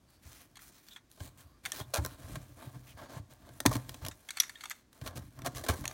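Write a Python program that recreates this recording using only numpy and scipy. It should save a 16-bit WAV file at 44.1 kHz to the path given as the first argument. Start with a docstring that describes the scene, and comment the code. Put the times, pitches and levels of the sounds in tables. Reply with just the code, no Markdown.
"""A utility knife slits the packing tape on a cardboard box, close by in a small room.
First the plastic slider clicks, each impact ringing the modes of the handle. The blade then rubs, rips
and snaps through the film by stick-slip friction, and the panels and the enclosed air resonate with it.
Near 4.4 s the slider scrapes back and strikes its stop. Last, a hand shifts the box and picks at the tape."""
import sys
import numpy as np
from scipy import signal
from scipy.fft import rfft, irfft
from scipy.io import wavfile
from scipy.ndimage import uniform_filter1d

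SR = 44100
rng = np.random.default_rng(int(sys.argv[2]) if len(sys.argv) > 2 else 0)


def unload_audio(sound):
    """Save the sound as a 16-bit wav file, at the path given as the first command line argument."""
    columns = np.transpose(np.atleast_2d(sound))
    # keep every value between -1 and 1, then stretch to whole-number steps
    steps = np.round(np.clip(columns, -1, 1) * 32767)
    wavfile.write(sys.argv[1], SR, steps.astype(np.int16))


N = 261513
T = np.arange(N) / SR

# Normal modes. Each row: frequency in Hz, bandwidth in Hz, relative level in dB.
CAVITY_MODES = [(125.75, 6.04, 7), (225, 33, -9), (254, 34, -5.5), (287, 20, 1), (359, 26, -19)]  # air inside the box
PANEL_MODES = [(264.4, 46, 5), (354.5, 45, 5), (490, 130, -5.5), (578.4, 119, 3.5), (686, 186, -0.5),
               (864, 100, 0), (1050, 43, 2), (1112, 137, -1.5), (1332, 66, -2.5), (1544, 168, -0.5),
               (1860, 100, -10.5), (2160, 150, -7), (2286, 73, -18.5), (3050, 1500, -14.5)]  # cardboard panels
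HANDLE_MODES = [(1307, 350, -14.5), (1723, 900, 1), (2105, 290, -1), (2580, 130, -4.5), (3574, 180, 3),
                (3710, 540, -9.5), (4305, 420, 1), (6270, 2600, -6.5), (6470, 750, -8), (7820, 730, -7.5),
                (9250, 510, -5), (11600, 720, -17.5), (11880, 880, -11)]  # hollow plastic handle
CATCH_MODES = [(2210, 310, -7), (3510, 210, -5.5), (3790, 440, -1), (4590, 210, 2), (5040, 300, 1.5),
               (5754, 160, 8.5), (6330, 200, -3), (7200, 200, -4), (7850, 150, -21), (9800, 120, -10.5),
               (11400, 280, -6), (12220, 240, -11), (13500, 220, -9), (14620, 300, -16)]  # spring catch of the slider
# Spectrum of breaking film. Each row: frequency in Hz, relative level in dB.
FILM_SPECTRUM = [(300, -12), (900, 3.5), (1600, 4), (2800, 1.5), (4200, 1), (6000, 1.5), (8000, -1),
                 (11000, -1.5), (16000, -4.5)]


def ripping(falloff_db_per_octave=5):
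    """Fracture: the film tears in a dense run of slips that swells with the pull and drives the panels."""
    # Each row: start, swell and fade in seconds, film and panel levels in dB, favoured frequency in Hz.
    rips = [(1.785, 0.025, 0.014, -49, -48, 1040), (1.936, 0.0042, 0.043, -34.5, -37, 1000),
            (1.958, 0.019, 0.022, -52, -39.5, 593), (3.653, 0.0042, 0.0063, -36, -24.5, 553),
            (3.711, 0.0041, 0.0065, -42.5, -33, 640), (3.718, .03, 0.017, -43.5, -50, 440),
            (5.037, 0.025, 0.048, -55, -52.5, 930), (5.153, 0.015, 0.034, -49.5, -51.5, 660),
            (5.447, 0.016, 0.019, -40, -36, 794), (5.551, 0.033, 0.017, -46, -50, 1080),
            (5.636, 0.0044, 0.02, -46, -44.5, 605), (5.684, 0.0046, 0.036, -35, -39, 1100),
            (5.708, 0.028, 0.02, -52, -46, 810)]
    out = np.zeros(N)
    for start, swell, fade, film_db, panel_db, spot_hz in rips:
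        n = int((swell + fade) * SR)
        pull = np.interp(T[:n], [0, swell, swell + fade], [.4, 1.25, .2])
        tear = slips(n, rate=12000, spread_db=4.5) * pull * undb(2.6 * walk(n, rate=240))
        tear = np.pad(tear, (0, SR // 10))
        fill = np.sqrt(n / len(tear))  # the levels hold for the run, not for its ring-out
        # a stiff edge favours the high panel modes, a slack face the low ones
        modes = [(hz, width, db - falloff_db_per_octave * abs(np.log2(hz / spot_hz)))
                 for hz, width, db in PANEL_MODES]
        panel = unit(ring(tear, touched(modes, spread_db=2.0, detune=0.055)))
        film = unit(colour(taut(tear), FILM_SPECTRUM))
        add(out, start, fill * (film * undb(film_db) + panel * undb(panel_db)))
    return out


def snapping():
    """Sudden release of tension: the tape parts with a bright crack, and the panel under it knocks."""
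    # Each row: start in seconds, film level in dB, decay time in seconds, panel level in dB.
    snaps = [(0.69, -84, 0.011, -62), (1.1152, -57, 0.00028, -78), (1.176, -76, 0.0044, -60),
             (1.2038, -52.5, 0.0053, -49.5), (1.731, -55, 0.0017, -66), (1.9689, -36.5, 0.0091, -45),
             (2.0489, -37, 0.0015, -39.5), (2.0617, -38.5, 0.0005, -44), (2.3556, -44, 0.0059, -45),
             (3.336, -60.5, 0.0006, -74), (3.4897, -59.5, 0.0032, -54), (3.6031, -35, 0.0023, -44.5),
             (3.661, -23, 0.0037, -37.5), (3.7543, -40, 0.0026, -38), (3.766, -43.5, 0.0018, -60),
             (3.8927, -42.5, 0.0024, -54), (3.943, -48.5, 0.0045, -53), (4.0493, -42.5, 0.0031, -65.5),
             (4.0634, -40.5, 0.005, -49), (4.0842, -39, 0.0011, -47.5), (4.9291, -60, 0.0023, -76.5),
             (5.0136, -52.5, 0.0067, -52.5), (5.062, -44, 0.0083, -51), (5.0743, -41.5, 0.0052, -47),
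             (5.39, -54, 0.0017, -50.5), (5.4673, -39.5, 0.0058, -42.5), (5.6634, -43.5, 0.0076, -42),
             (5.6883, -46, 0.0072, -28.5), (5.84, -53, 0.0034, -44)]
    out = np.zeros(N)
    for start, film_db, decay, panel_db in snaps:
        snap = crack(decay)
        film = impulse(colour(taut(snap), FILM_SPECTRUM, brightness_db(decay)))
        panel = impulse(ring(snap, PANEL_MODES))
        add(out, start, film * undb(film_db) + panel * undb(panel_db))
    return out


def taut(x):
    """Membrane resonance: tape stretched over the gap of the flaps adds its own short ring."""
    # Each row: frequency in Hz, bandwidth in Hz, relative level in dB.
    tape_modes = [(1840, 31, 2), (2397, 90, -2.5), (3200, 290, -10), (4075, 460, -5), (5280, 160, -15.5),
                  (5830, 130, -9), (6240, 230, -4.5), (6950, 270, -12), (8000, 100, -12),
                  (9060, 720, -11.5), (11160, 200, -1)]
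    return x + undb(-0.5) * ring(x, tape_modes)


def knife_clacks(catch_db=-12, blade_db=-18):
    """Impact excitation: clicks and knocks from slider and blade ring the handle, catch and blade."""
    # Each row: start in seconds, handle level in dB, decay time in seconds.
    clacks = [(0.5555, -55, 0.0072), (0.569, -51.5, 0.0055), (0.591, -56, 0.0062), (0.886, -55, 0.00014),
              (0.9615, -51, 0.012), (1.6523, -40, 0.0016), (1.658, -34.5, 0.006), (1.719, -35, 0.0017),
              (3.6612, -25.5, 0.0017), (4.1119, -49.5, 0.0084), (4.2875, -44, 0.0042),
              (4.3056, -38.5, 0.0028), (4.3705, -37.5, 0.0049), (4.383, -45.5, 0.0041),
              (4.4067, -35, 0.002), (4.4203, -46, 0.0014), (4.4328, -41, 0.0056), (4.494, -43.5, 0.0053),
              (4.607, -47, 0.0096), (4.6371, -42, 0.0051), (4.6553, -42.5, 0.0031), (4.6984, -43, 0.0001),
              (4.7061, -43.5, 0.0015), (4.711, -37.5, 0.0052), (5.419, -51.5, 0.0012),
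              (5.5487, -51, 0.0018), (5.8545, -36, 0.0014), (5.878, -35, 0.00092), (5.912, -49, 0.0016)]
    # Modes of the steel blade. Each row: frequency in Hz, bandwidth in Hz, relative level in dB.
    blade_modes = [(1806, 53, 2), (1810, 46, -12.5), (3306, 88, 7), (3696, 22, 0.5), (7400, 90, -12),
                   (8440, 110, -14), (10700, 150, -20.5)]
    # Touches on the blade itself. Each row: start in seconds, level in dB.
    pings = [(0.9605, -48.5), (1.719, -44), (1.8085, -47), (4.2889, -44), (4.5549, -48.5)]
    radiation = [(300, -43), (750, 0.5), (1200, -5.5), (11000, -2), (16000, 1)]  # too small for bass
    out = np.zeros(N)
    for start, db, decay in clacks:
        click = crack(decay)
        shell = impulse(ring(click, touched(HANDLE_MODES, spread_db=2.5, detune=0.036)))
        catch = impulse(ring(click, CATCH_MODES))
        blade = impulse(ring(click, blade_modes))
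        handle = shell + undb(-12) * impulse(click) + undb(catch_db) * catch
        handle = impulse(colour(handle, radiation, tilt_db=brightness_db(decay) - 1))
        add(out, start, undb(db) * (handle + undb(blade_db) * blade))
    for start, db in pings:
        add(out, start, undb(db) * impulse(ring(crack(decay=0.0016), blade_modes)))
    return out


def slider():
    """Friction and rebound: the slider scrapes back along its track, and its catch bounces on the stop."""
    # The scrape. Each row: time in seconds, level in dB.
    track = [(4.27, -85.5), (4.31, -62.5), (4.35, -59), (4.419, -48), (4.53, -65), (4.72, -59), (4.83, -76)]
    # Hits on the stop. Each row: start in seconds, level in dB, decay time in seconds.
    bounces = [(4.3999, -24.5, 0.00037), (4.4015, -22, 0.00031), (4.4032, -32, 0.0009)]
    scrape_db = np.interp(T, *np.transpose(track), left=-140, right=-140)
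    out = unit(ring(slips(N, rate=4800, spread_db=4.5), HANDLE_MODES)) * undb(scrape_db)
    for start, db, decay in bounces:
        click = crack(decay, rise=.0001)
        catch = impulse(ring(click, CATCH_MODES))
        contact = impulse(colour(click, FILM_SPECTRUM))
        add(out, start, undb(db) * (catch + undb(-24.5) * contact))
    return out


def thumping(boom_db_per_octave=10.5):
    """Damped oscillation: a released wall swings for a few cycles and excites the enclosed air."""
    # Each row: start in seconds, peak level of the flex in dB, its frequency in Hz.
    thumps = [(0.255, -44.5, 82.5), (1.208, -34, 92), (1.446, -50, 79), (1.807, -34.5, 109),
              (1.983, -24, 87.4), (2.011, -32, 88.5), (2.242, -37, 92), (2.336, -37.5, 129),
              (2.365, -35.5, 139), (2.67, -38.5, 117), (2.758, -40, 129), (2.944, -44.5, 94),
              (3.164, -35.5, 121), (3.195, -36, 99), (3.659, -21, 270), (3.661, -20.5, 105),
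              (3.755, -32.5, 269), (3.759, -29, 109), (4.04, -42.5, 120), (4.079, -44.5, 98),
              (5.017, -38, 110), (5.187, -51, 122), (5.771, -48, 121), (5.433, -35, 122), (5.479, -40, 132),
              (5.693, -22, 87)]
    out = np.zeros(N)
    for start, db, hz in thumps:
        cycles = hz * T[:SR // 2]
        flex = np.sin(2 * np.pi * cycles) * (1 - np.exp(-cycles / 2.0)) * np.exp(-cycles / 0.81)
        # a stiffer wall lets go faster and reaches the higher modes
        boom = ring(np.exp(-cycles / 0.45), CAVITY_MODES)
        boom_db = -12 + boom_db_per_octave * np.log2(hz / CAVITY_MODES[0][0])
        thump = flex / np.abs(flex).max() + undb(boom_db) * boom / np.abs(boom).max()
        add(out, start, undb(db) * thump)
    return out


def effort(peak_fraction=0.42, arch_exponent=0.29, release_s=0.012):
    """Incoherent sources add in power: arched strokes over the grip give hiss, rasp and boom gains."""
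    # Pressure of the hands on the box, heard as loudness. Each row: time in seconds, level in dB.
    grip = [(0.0, -81.5), (0.47, -76), (1.05, -86.5), (1.3, -75), (1.6, -77.5), (1.9, -67), (2.1, -65.5),
            (2.55, -68), (2.8, -68.5), (3.28, -74), (3.85, -62), (4.1, -67), (4.2, -88), (4.89, -93),
            (5.05, -84), (5.33, -70.5), (5.55, -62), (5.93, -63.5)]
    # Strokes of blade or fingers. Each row: start and length in seconds, hiss, rasp and boom in dB.
    strokes = [(0.08, 0.088, -69.5, -75, -82), (0.219, 0.24, -58, -68.5, -63.5),
               (0.587, 0.12, -57.5, -88, -74), (0.707, 0.14, -63, -84, -83), (0.848, 0.12, -59.5, -78, -80),
               (1.092, 0.15, -65.5, -86, -63), (1.194, 0.094, -56.5, -61.5, -59),
               (1.371, 0.053, -57.5, -66.5, -61), (1.633, 0.079, -54, -59.5, -63),
               (1.724, 0.095, -47, -53, -62), (1.997, 0.16, -57, -59, -46.5),
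               (2.173, 0.11, -61.5, -58, -65), (2.272, 0.11, -54, -54, -51.5),
               (2.38, 0.07, -62, -62.5, -60), (2.566, 0.14, -62, -55.5, -69),
               (2.738, 0.022, -66, -54.5, -50), (2.833, 0.093, -61.5, -67, -76),
               (2.967, 0.1, -60.5, -48.5, -57), (3.082, 0.11, -58.5, -50.5, -61),
               (3.295, 0.035, -60, -61, -69), (3.418, 0.11, -85, -61, -56.5),
               (3.528, 0.047, -65, -62.5, -70), (3.66, 0.14, -56, -50.5, -42.5),
               (3.868, 0.068, -62, -61, -59), (4.012, 0.083, -58, -53.5, -42.5),
               (4.109, 0.71, -64, -70.5, -88.5), (4.917, 0.19, -66, -66, -73), (5.018, 0.14, -77, -57, -48),
               (5.142, 0.089, -68.5, -61.5, -43), (5.236, 0.057, -66.5, -80, -52),
               (5.368, 0.14, -77, -58.5, -48), (5.546, 0.081, -57.5, -53.5, -44),
               (5.7, 0.135, -54, -56, -44), (5.84, 0.08, -62, -53.5, -62)]
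    rest_db = np.array([[0.5], [0], [9.5]])  # hiss, rasp and boom relative to the grip
    power = undb(np.interp(T, *np.transpose(grip)) + rest_db) ** 2
    for start, length, *levels_db in strokes:
        ramp = np.interp(T, start + length * np.array([0, peak_fraction, 1]), [0, 1, 0])
        arch = np.sin(np.pi / 2 * ramp) ** arch_exponent
        power += np.outer(undb(levels_db), arch) ** 2
    pole = np.exp(-2 / (release_s * SR))
    return np.sqrt(signal.lfilter([1 - pole], [1, -pole], power))


def sliding(hiss_gain, rasp_gain):
    """Sliding friction: steel and skin raise a hiss with lone ticks on the tape, a rasp in the panels."""
    # Each row: frequency in Hz, relative level in dB.
    hiss_spectrum = [(500, -7.5), (1500, 1), (2800, -2), (4500, -2.5), (7000, -2), (10500, -3),
                     (16000, -3.5)]
    grip_db = 1.3 * walk(N, rate=60)
    hiss = unit(shifting(colour(taut(slips(N, rate=9000, spread_db=2.5)), hiss_spectrum)))
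    ticks = unit(colour(taut(slips(N, rate=160, spread_db=3.5)), hiss_spectrum, tilt_db=2))
    grit = slips(N, rate=3000, spread_db=1.5)
    scratch = colour(grit, [(500, -29), (1500, -0.5), (4500, 5.5), (16000, -8.5)])
    rasp = unit(ring(grit, PANEL_MODES) + undb(-26.5) * scratch)
    return undb(grip_db) * ((hiss + undb(-8.5) * ticks) * hiss_gain + rasp * rasp_gain)


def holding(boom_gain, skin_cutoff_hz=154, sway_db=-2):
    """Forced vibration: soft nudges of the hand sway the walls and keep the enclosed air booming."""
    # Modes of whole walls. Each row: frequency in Hz, bandwidth in Hz, relative level in dB.
    wall_modes = [(51.7, 16, -8), (80.3, 3.6, -7), (90.2, 5.2, -2.5)]
    push = butter(slips(N, rate=70, spread_db=0), skin_cutoff_hz)
    return boom_gain * (unit(ring(push, CAVITY_MODES)) + undb(sway_db) * unit(ring(push, wall_modes)))


def whirring():
    """Narrow-band noise: faint thin whirrs and rings come and go."""
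    # Each row: start and end in seconds, frequency and bandwidth in Hz, level in dB.
    whirrs = [(0.073, 0.188, 4530, 290, -77), (0.866, 1, 3480, 110, -69), (0.907, 0.944, 3580, 250, -56.5),
              (1.271, 1.586, 1120, 131, -73.5), (1.453, 1.59, 4640, 200, -82), (1.79, 1.86, 3500, 200, -65),
              (2.865, 2.936, 2770, 900, -61), (2.96, 3.21, 4500, 300, -73), (2.963, 3.207, 6740, 250, -78)]
    out = np.zeros(N)
    for start, end, hz, width, db in whirrs:
        gate = np.clip(np.minimum(T - start, end - T) / 0.01, 0, 1)
        out += gate * undb(db) * unit(ring(rng.standard_normal(N), [(hz, width, 0)]))
    return out


def room(x, low_t60=0.34, high_t60=0.27, crossover_hz=2500, wet_db=-17):
    """Reverberation: the desk and near walls return a short tail whose treble dies first."""
    t = T[:SR // 2]
    noise = rng.standard_normal(len(t))
    low = butter(noise, crossover_hz) * 1000 ** (-t / low_t60)
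    high = butter(noise, crossover_hz, "high") * 1000 ** (-t / high_t60)
    early = (1 - np.exp(-t / .003)) * (1 + 2.5 * np.exp(-t / .009))
    tail = colour((low + high) * early, [(100, 1.5), (6000, -0.5), (16000, -11.5)])
    return x + undb(wet_db) * signal.fftconvolve(x, tail / np.sqrt(np.sum(tail ** 2)))[:N]


def room_air():
    """Stationary noise: the faint air of the room, strongest in the bass."""
    # Each row: frequency in Hz, relative level in dB.
    air_spectrum = [(20, -3), (55, 7), (130, -2.5), (280, -1), (500, -11.5), (1000, -16), (2500, -21),
                    (6000, -23.5), (16000, -33)]
    return unit(colour(rng.standard_normal(N), air_spectrum)) * undb(-67)


def slips(n, rate, spread_db):
    """Stick-slip: tiny random releases, on average rate a second, a few far larger than the rest."""
    happens = rng.random(n) < rate / SR
    strength = np.minimum(rng.exponential(size=n), 5)
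    return unit(happens * rng.standard_normal(n) * undb(spread_db * strength) + 1e-9)


def crack(decay, rise=0.00036, size=6144):
    """Transient excitation: a contact breaks in an exponentially fading burst of chatter."""
    t = T[:size]
    return rng.standard_normal(size) * (1 - np.exp(-t / rise)) * np.exp(-t / max(decay, 1e-4))


def brightness_db(decay, neutral_s=0.0022):
    """Time-frequency reciprocity: a shorter click is brighter; gives its tilt in dB an octave."""
    return 1.05 * np.log2(neutral_s / max(decay, 1e-4))


def ring(x, modes):
    """Modal superposition: x drives the resonances; a second, wider pass darkens the valleys between."""
    out = 0
    for hz, width, db in modes:
        mode = signal.lfilter(*signal.iirpeak(hz, hz / width, fs=SR), x)
        mode = signal.lfilter(*signal.iirpeak(hz, max(hz / width / 5, 1), fs=SR), mode)
        out = out + undb(db) * mode
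    return out


def touched(modes, spread_db, detune):
    """Point of excitation: each contact lands elsewhere, so the modes vary in strength and pitch."""
    chance = rng.standard_normal((len(modes), 2))
    return [(hz * np.exp(detune * shift), width, db + spread_db * boost)
            for (hz, width, db), (shift, boost) in zip(modes, chance)]


def shifting(x, depth_db=2, rate=11, count=9):
    """Amplitude modulation: as the contact travels, its noise bands swell and fade independently."""
    spectrum, hz = rfft(x), np.fft.rfftfreq(N, 1 / SR)
    centres = np.geomspace(1000, 15000, count)
    bands = (irfft(spectrum * np.interp(hz, centres, weights), N) for weights in np.eye(count))
    return sum(band * undb(depth_db * walk(N, rate)) for band in bands)


def colour(x, points, tilt_db=0, size=2048):
    """Minimum-phase filter through (Hz, dB) points, tilted by tilt_db an octave from 1 to 16 kHz."""
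    hz, db = np.transpose(points)
    octave = np.log2(np.maximum(np.fft.rfftfreq(size, 1 / SR), 1))
    slope = np.clip(octave - np.log2(4000), -2, 2)
    response = undb(np.interp(octave, np.log2(hz), db) + tilt_db * slope)
    cepstrum = irfft(np.log(response))
    cepstrum[1:size // 2] *= 2  # folding the cepstrum makes the filter causal
    cepstrum[size // 2 + 1:] = 0
    return signal.fftconvolve(x, irfft(np.exp(rfft(cepstrum))))[:len(x)]


def butter(x, hz, kind="low", order=2):
    """Maximally flat low-pass or high-pass filter."""
    return signal.sosfilt(signal.butter(order, hz, kind, fs=SR, output="sos"), x)


def walk(n, rate):
    """Smoothed noise of rms 1 that changes about rate times a second."""
    return unit(uniform_filter1d(rng.standard_normal(n), max(int(SR / rate), 1)))


def undb(db):
    """Decibels to gain."""
    return 10 ** (np.asarray(db) / 20)


def unit(x):
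    """Scale to an rms of 1."""
    return x / np.sqrt(np.mean(x ** 2))


def impulse(x):
    """Scale a click to the energy of 10 ms at rms 1."""
    return x * np.sqrt(SR / 100 / np.sum(x ** 2))


def add(track, start, x):
    """Mix x into the track at start seconds."""
    i = max(int(start * SR), 0)
    track[i:i + len(x)] += x[:max(N - i, 0)]


def scene():
    """Superposition: tape, knife and box sound in the room, over faint air noise and thin whirrs."""
    hiss_gain, rasp_gain, boom_gain = effort()
    handling = sliding(hiss_gain, rasp_gain) + holding(boom_gain)
    desk = handling + ripping() + snapping() + knife_clacks() + slider() + thumping()
    air = room_air()
    return (room(desk) + air + whirring())[None]


def record(dry, bottom_hz=44, top_hz=16100):
    """Band limiting: the microphone sheds the deepest bass, and the top is cut steeply."""
    thin = butter(dry, bottom_hz, "high", order=3)
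    return signal.sosfilt(signal.ellip(8, .2, 70, top_hz, fs=SR, output="sos"), thin)


dry = scene()
out = record(dry)
unload_audio(out)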